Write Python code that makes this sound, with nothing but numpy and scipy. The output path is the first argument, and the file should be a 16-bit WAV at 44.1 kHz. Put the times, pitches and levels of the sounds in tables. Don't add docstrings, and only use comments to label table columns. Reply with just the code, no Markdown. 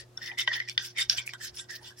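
import sys
import numpy as np
from scipy import signal
from scipy.fft import rfft, irfft
from scipy.io import wavfile
from scipy.ndimage import uniform_filter1d

SR = 44100
rng = np.random.default_rng(int(sys.argv[2]) if len(sys.argv) > 2 else 0)


def to_wav(s):
    ch = np.atleast_2d(s).T
    pcm = np.round(np.clip(ch, -1, 1) * 32767)
    wavfile.write(sys.argv[1], SR, pcm.astype(np.int16))


def boost(x):
    u = np.asarray(x, float) / 20
    return 10 ** u


N = 88200
BOARD_LIKENESS = 0.85


def unit(x):
    return x / np.sqrt(np.mean(x ** 2))


def cut(x, hz, kind, order=4):
    return signal.sosfilt(signal.butter(order, hz, kind, fs=SR, output="sos"), x)


def pan(db):
    return boost(np.array([[db / 2], [-db / 2]]))


def ring(x, hz, t60):
    radius = np.exp(-np.log(1000) / (max(t60, 0.001) * SR))
    pole = radius * np.exp(2j * np.pi * hz / SR)
    gain = np.sqrt(2 * (1 - radius ** 2))
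    return signal.lfilter([gain + 0j], [1, -pole], x).imag


def walk(rate):
    hold = int(SR / rate)
    steps = np.repeat(rng.standard_normal(300), hold)[:N]
    return 1.8 * uniform_filter1d(uniform_filter1d(steps, hold), hold)


def slips(rate, spread_db, bed_db, likeness):
    when = rng.random(N) < rate / SR
    size = boost(np.minimum(spread_db * rng.exponential(size=N), 13))
    common, *own = rng.standard_normal((3, N))
    bed = boost(bed_db + 2.17 * walk(90)) * common
    both = unit(when * size * np.sign(common)) + bed
    apart = 4.4 * uniform_filter1d(np.abs(both), size=9) * np.array(own)
    return unit(np.sqrt(likeness) * both + np.sqrt(1 - likeness) * apart)


def stroke(at, rise, fall):
    t = np.arange(N) / SR - at
    return np.exp(-np.where(t < 0, (t / rise) ** 2, (np.abs(t) / fall) ** 1.614))


def around(at):
    return slice(max(int(at * SR) - 5000, 0), int(at * SR) + 9000)


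def bending():
    # peak in seconds, rise in seconds, fall in seconds, level in dB, tone in Hz.
    bends = [(0.0, .01, 0.031, -53.5, 1823), (0.181, 0.011, 0.015, -51, 1464),
             (0.22, 0.0079, 0.024, -42, 1842), (0.286, 0.044, 0.044, -41, 1956),
             (0.325, 0.012, 0.023, -53.5, 866), (0.384, 0.0085, 0.036, -31.5, 2040),
             (0.498, 0.022, 0.09, -37.5, 1915), (0.557, 0.043, 0.027, -38, 1890),
             (0.548, 0.043, 0.021, -52, 1000), (0.613, 0.017, 0.022, -41, 2034),
             (0.684, 0.0044, 0.026, -44, 2364), (.8, 0.022, 0.057, -47.5, 1580),
             (0.976, 0.015, 0.037, -32.5, 2188), (1.007, 0.038, 0.016, -37.5, 1987),
             (1.098, 0.004, 0.094, -50.5, 1590), (1.181, 0.0064, 0.028, -38.5, 2320),
             (1.294, 0.039, 0.023, -47.5, 2250), (1.339, 0.0022, 0.024, -46.5, 1532),
             (1.41, 0.011, 0.053, -45, 1772), (1.442, 0.015, 0.034, -48.5, 1610),
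             (1.592, 0.054, 0.056, -64.5, 1553), (1.692, 0.0069, 0.063, -43.5, 1812),
             (1.86, 0.046, 0.064, -68, 1610), (1.99, 0.026, .05, -60.5, 1810),
             (.03, 0.037, 0.015, -62.5, 503), (1.14, 0.029, 0.013, -59.5, 700),
             (1.83, 0.022, 0.036, -62, 874), (1.82, 0.0046, 0.018, -69, 1850),
             (1.91, 0.0088, 0.022, -56.5, 1610)]
    slip_s, tone_s = 0.0073, 0.027
    split, side_db = 0.053, -6.5
    pushes = [slips(150, 1.7, -1, BOARD_LIKENESS) for _ in range(3)]
    out = np.zeros((2, N))
    for at, rise, fall, db, tone_hz in bends:
        part = around(at)
        shape = stroke(at, rise, fall)[part] * boost(db - 15)
        for push, side in zip(pushes, (0, 1, -1)):
            hz = tone_hz * (1 + split * side)
            soft_push = ring(push[:, part] * shape, hz, slip_s)
            out[:, part] += boost(side_db * abs(side)) * ring(soft_push, hz, tone_s)
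    return out


def rasp():
    # peak in seconds, rise in seconds, fall in seconds, level in dB, tilt in dB per octave.
    strokes = [(0.0, 0.03, 0.025, -42, 2), (0.177, 0.0055, 0.017, -53.5, -16.5),
               (.265, 0.051, 0.041, -41.5, 2.5), (0.321, 0.0025, 0.032, -59.5, -15),
               (0.388, 0.0087, 0.035, -27.5, 0), (0.488, 0.014, 0.023, -37.5, -11.5),
               (0.542, 0.021, .06, -34, -5), (.692, 0.014, 0.031, -46, 6), (0.791, 0.0029, 0.04, -37.5, -7),
               (0.856, 0.044, 0.042, -43.5, 14), (1.001, 0.024, 0.032, -27.5, -7.5),
               (1.111, 0.014, 0.06, -32, 21), (1.182, 0.0078, 0.018, -33, -10),
               (1.269, .008, 0.019, -56, 11), (1.296, 0.018, 0.021, -48, 14.5),
               (1.344, 0.014, 0.013, -48, -19), (1.453, 0.038, 0.03, -39.5, 16.5),
               (1.554, 0.014, 0.04, -52, 29), (1.6, 0.018, 0.031, -44, -8),
               (1.712, 0.017, 0.039, -44.5, 14.5), (1.878, 0.03, 0.035, -45, -10),
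               (2.0, 0.025, 0.042, -53.5, 23), (.73, 0.04, 0.037, -56.5, -5), (1.837, 0.02, 0.043, -63, 13),
               (1.762, 0.025, 0.017, -51, 28), (1.205, 0.0083, .025, -44, -11.5)]
    # level in dB against the rasp, tilt in dB per octave.
    stroke_grit = [(-14, -4), (-16, -7), (-15, 14.5), (-15, 4), (-9.5, -5.5), (-28, 3), (-25, 15),
                   (-13.5, -5), (-38, 9), (-5, 8), (-8, -2.5), (-15.5, 3), (-9.5, -5), (12.5, 4), (-11, -3),
                   (-11, -21), (-3.5, -3), (3.5, -7), (-7, -15.5), (-5, -1), (-7.5, -7), (1, -6), (-9.5, 8),
                   (4, 6), (-3.5, 22), (-33, 7)]
    # frequency in Hz, level in dB, t60 in seconds.
    board_modes = [(643, -33.5, 0.16), (1000, -19.5, 0.0098), (1580, -19, 0.091), (1911, -12.5, 0.035),
                   (2450, -69, 0.021), (3193, -4, 0.021), (3525, 2, 0.02), (3900, -7, 0.015),
                   (4570, -0.5, 0.0055), (5045, -2, 0.013), (5380, 2.5, 0.012), (5985, -5.5, 0.033),
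                   (7250, -50, 0.019)]
    # frequency in Hz, level in dB, t60 in seconds.
    grit_modes = [(6900, -1, 0.0019), (7550, 0.5, 0.0057), (8250, -6, 0.005), (9840, 0, 0.0042),
                  (11500, -2, 0.0021), (12650, -9, 0.0017), (14650, -11.5, 0.0039), (15500, -12, 0.0047)]
    grip_shift, recolour_db = 0.012, 1.5
    board_low_hz, board_top_hz = 1510, 6320

    board_slips = slips(700, 2.1, -0.49, BOARD_LIKENESS)
    grit_slips = slips(2000, 3.4, -5, 0.75)
    board, grit_pushes = np.zeros((2, N)), np.zeros((len(grit_modes), N))
    chance = rng.standard_normal((len(strokes), 2, len(board_modes)))
    flickers = [boost(3 * walk(70.11)) for _ in board_modes]
    grit_octaves = np.log2(np.array(grit_modes)[:, :1] / 10000)
    for (at, rise, fall, db, tilt), (grit_db, grit_tilt), (shifts, colours) in zip(strokes, stroke_grit, chance):
        part = around(at)
        shape = stroke(at, rise, fall)[part]
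        grit_pushes[:, part] += shape ** 1.3 * boost(db + grit_db - 5 + grit_tilt * grit_octaves)
        for (hz, mode_db, t60), shift, colour, flicker in zip(board_modes, shifts, colours, flickers):
            level = boost(db + mode_db - 10.5 + tilt * np.log2(hz / 4300) + recolour_db * colour)
            push = board_slips[:, part] * (shape * flicker[part])
            board[:, part] += level * ring(push, hz * (1 + grip_shift * shift), t60)

    grit = np.zeros((2, N))
    for (hz, db, t60), push in zip(grit_modes, grit_pushes):
        side = pan(10 * np.log2(hz / 6900))
        patches = boost(db + 3 + 3 * walk(40))
        grit += side * patches * ring(ring(grit_slips * push, hz, t60 / 3) / 4, hz, t60)
    board = cut(cut(board, board_low_hz, "high"), board_top_hz, "low")
    return board + cut(grit, board_top_hz, "high")


def yard():
    # frequency in Hz, density in dB per Hz.
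    spectrum = [(30, -28), (56, -24), (90, -0.5), (300, -6.5), (700, -9.5), (2000, -21), (6000, -23),
                (16000, -36)]
    f = np.fft.rfftfreq(N, 1 / SR) + 1
    hz, db = np.array(spectrum).T
    shape = boost(np.interp(np.log(f), np.log(hz), db))
    mid, side = rfft(rng.standard_normal((2, N))) * shape
    width = np.clip(f / 1200, 0.2, 0.8) * np.array([[1], [-1]])
    return unit(irfft(mid + side * width, N)) * boost(-63 + 0.79 * walk(6.4))


def hum():
    # frequency in Hz, level in dB, left minus right in dB.
    harmonics = [(120.5, -58, 1.5), (359.7, -63, -7.5)]
    t = np.arange(N) / SR
    out = np.zeros((2, N))
    for hz, db, left_db in harmonics:
        level = boost(db + 1 + 1.28 * walk(4.6))
        out += pan(left_db) * level * np.sin(2 * np.pi * hz * t + 0.1 * walk(9.3))
    return out


def breeze():
    # time in seconds, level in dB.
    gusts = [(0.0, -65), (0.32, -78), (0.44, -74), (0.7, -79), (0.77, -65), (0.92, -89), (1.08, -60),
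             (1.11, -82), (1.19, -56), (1.28, -87), (1.55, -61), (1.7, -89), (1.86, -64.5), (2.0, -91)]
    both, own = rng.standard_normal(N), rng.standard_normal((2, N))
    rumble = unit(cut(cut(both + 0.46 * own, 43, "high"), 86, "low"))
    return rumble * boost(np.interp(np.arange(N) / SR, *np.array(gusts).T))


def knocks():
    # start in seconds, level in dB, centre in Hz, spread in octaves, ring t60 in seconds.
    hits = [(0.1734, -26.5, 5460, 0.068, 0.015), (.174, -37.5, 3620, 0.11, 0.026),
            (0.2607, -28, 5030, 0.31, 0.011), (0.3157, -30, 2450, 0.22, .02),
            (0.38, -30, 3520, 0.38, 0.016), (0.3866, -17, 4100, 0.84, 0.012), (0.405, -21, 6000, 1, .006),
            (.395, -17.5, 3230, 0.16, 0.011), (0.476, -12, 2960, 0.26, 0.013),
            (.477, -15.5, 1870, 0.15, 0.047), (0.4767, -24, 960, 0.14, 0.014),
            (.4765, -40.5, 614, 0.089, 0.075), (.533, -19, 2600, 0.42, 0.011),
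            (0.6008, -20, 2030, 0.17, 0.029), (.601, -26, 3960, 0.48, 0.016),
            (0.6753, -37, 2050, 0.11, .02), (0.686, -27, 2280, 0.15, 0.017), (.687, -24.5, 5450, 0.59, .01),
            (0.6967, -19.5, 5800, 0.5, 0.0062), (0.6962, -30, 2690, 0.15, 0.0066),
            (0.7777, -9.5, 3580, 0.34, 0.023), (0.777, -19, 1700, 0.18, 0.019),
            (0.8607, -33, 5400, 0.26, 0.023), (.987, -20.5, 3300, .4, 0.015),
            (1.018, -21, 3900, 0.29, 0.0083), (1.0974, -5, 4540, 0.31, 0.015),
            (1.0974, -30, 1590, .07, 0.027), (1.175, -24, 6500, 0.9, 0.01),
            (1.183, -22, 3130, 0.093, 0.026), (1.182, -28.5, 2400, 0.2, 0.015),
            (1.191, -32.5, 2410, .1, 0.012), (1.2679, -40, 7600, .15, 0.019),
            (1.2762, -22.5, 2350, 0.11, 0.0063), (1.2915, -29, 2340, 0.15, 0.014),
            (1.3359, -24, 2700, 0.77, 0.0091), (1.597, -39, 3700, 0.1, 0.045),
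            (1.757, -43, 5400, 0.46, 0.0066), (1.8145, -52, 2500, 0.72, .02),
            (1.886, -42, 3200, 0.095, 0.051)]
    # frequency in Hz, level in dB.
    struck_modes = [(614, -16), (1000, 7), (1585, 2.5), (1935, 3.5), (2400, -3), (3075, 3), (3540, 1),
                    (3950, -10.5), (4600, -2), (5000, -9), (5450, 5), (6130, -14), (7600, 1)]
    crack_db, crack_s, crack_top_hz = -9, 0.001, 14600
    out, t = np.zeros((2, N + 8192)), np.arange(4096) / SR
    chance = rng.standard_normal((len(hits), 3, len(struck_modes), 1))
    noise = rng.standard_normal((len(hits), 2, len(t)))
    modes, struck_db = np.array(struck_modes).T[:, :, None]
    for (at, db, hz, spread, t60), (size, side, detune), hiss in zip(hits, chance, noise):
        nearness = np.exp(-0.5 * (np.log2(modes / hz) / spread) ** 2)
        gain = nearness * boost(struck_db + 1.5 * size)
        contact_s = np.clip(0.000022 / spread ** 2, 0.0001, 0.002)
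        fade = np.exp(-np.log(1000) * t / t60) * (1 - np.exp(-t / contact_s))
        phase = 2 * np.pi * modes * (1 + 0.0029 * detune) * t
        ports = [(gain * np.sin(phase + sign * 0.67 * side)).sum(axis=0) for sign in (1, -1)]
        tone = np.array(ports) * fade
        tone = cut(tone / np.abs(tone).max(), hz / 3, "high", order=2)
        crack = cut(cut(hiss, hz / 2, "high", order=2), crack_top_hz, "low", order=2)
        crack = crack * np.exp(-t / crack_s) * boost(crack_db) * spread ** 2
        i = int(at * SR)
        out[:, i:i + len(t)] += boost(db) * (tone + crack)
    return out[:, :N]


def echoes(near):
    t = np.arange(8192) / SR
    tail = rng.standard_normal((2, 8192)) * np.exp(-np.log(1000) * t / 0.07) * (t > 0.002)
    tail = tail / np.sqrt((tail ** 2).sum() / 2)
    return boost(-19) * signal.fftconvolve(near, tail, axes=1)[:, :N]


def scene():
    # time in seconds, left minus right in dB.
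    drift = [
        (0, .5),
        (.35, 0.5),
        (.6, 0),
        (1.1, -1),
        (1.5, -2.5),
        (2, -1),
    ]
    drift_db = np.interp(np.arange(N) / SR, *np.array(drift).T)
    near = (bending() + rasp() + knocks()) * boost(np.array([drift_db, -drift_db]) / 2)
    near = near + echoes(near)
    lag_s = 0.00004 * np.array([[1], [0]])
    lag = np.exp(-2j * np.pi * np.fft.rfftfreq(N, 1 / SR) * lag_s)
    return irfft(rfft(near) * lag, N) + yard() + hum() + breeze()


def roll_off(x):
    return signal.sosfilt(signal.butter(12, 16970, fs=SR, output="sos"), x)


def record(dry):
    low_pass = signal.ellip(8, 0.2, 60, 15900, fs=SR, output="sos")
    mix = signal.sosfilt(low_pass, dry)
    return roll_off(mix)


dry = scene()
out = record(dry)
to_wav(out)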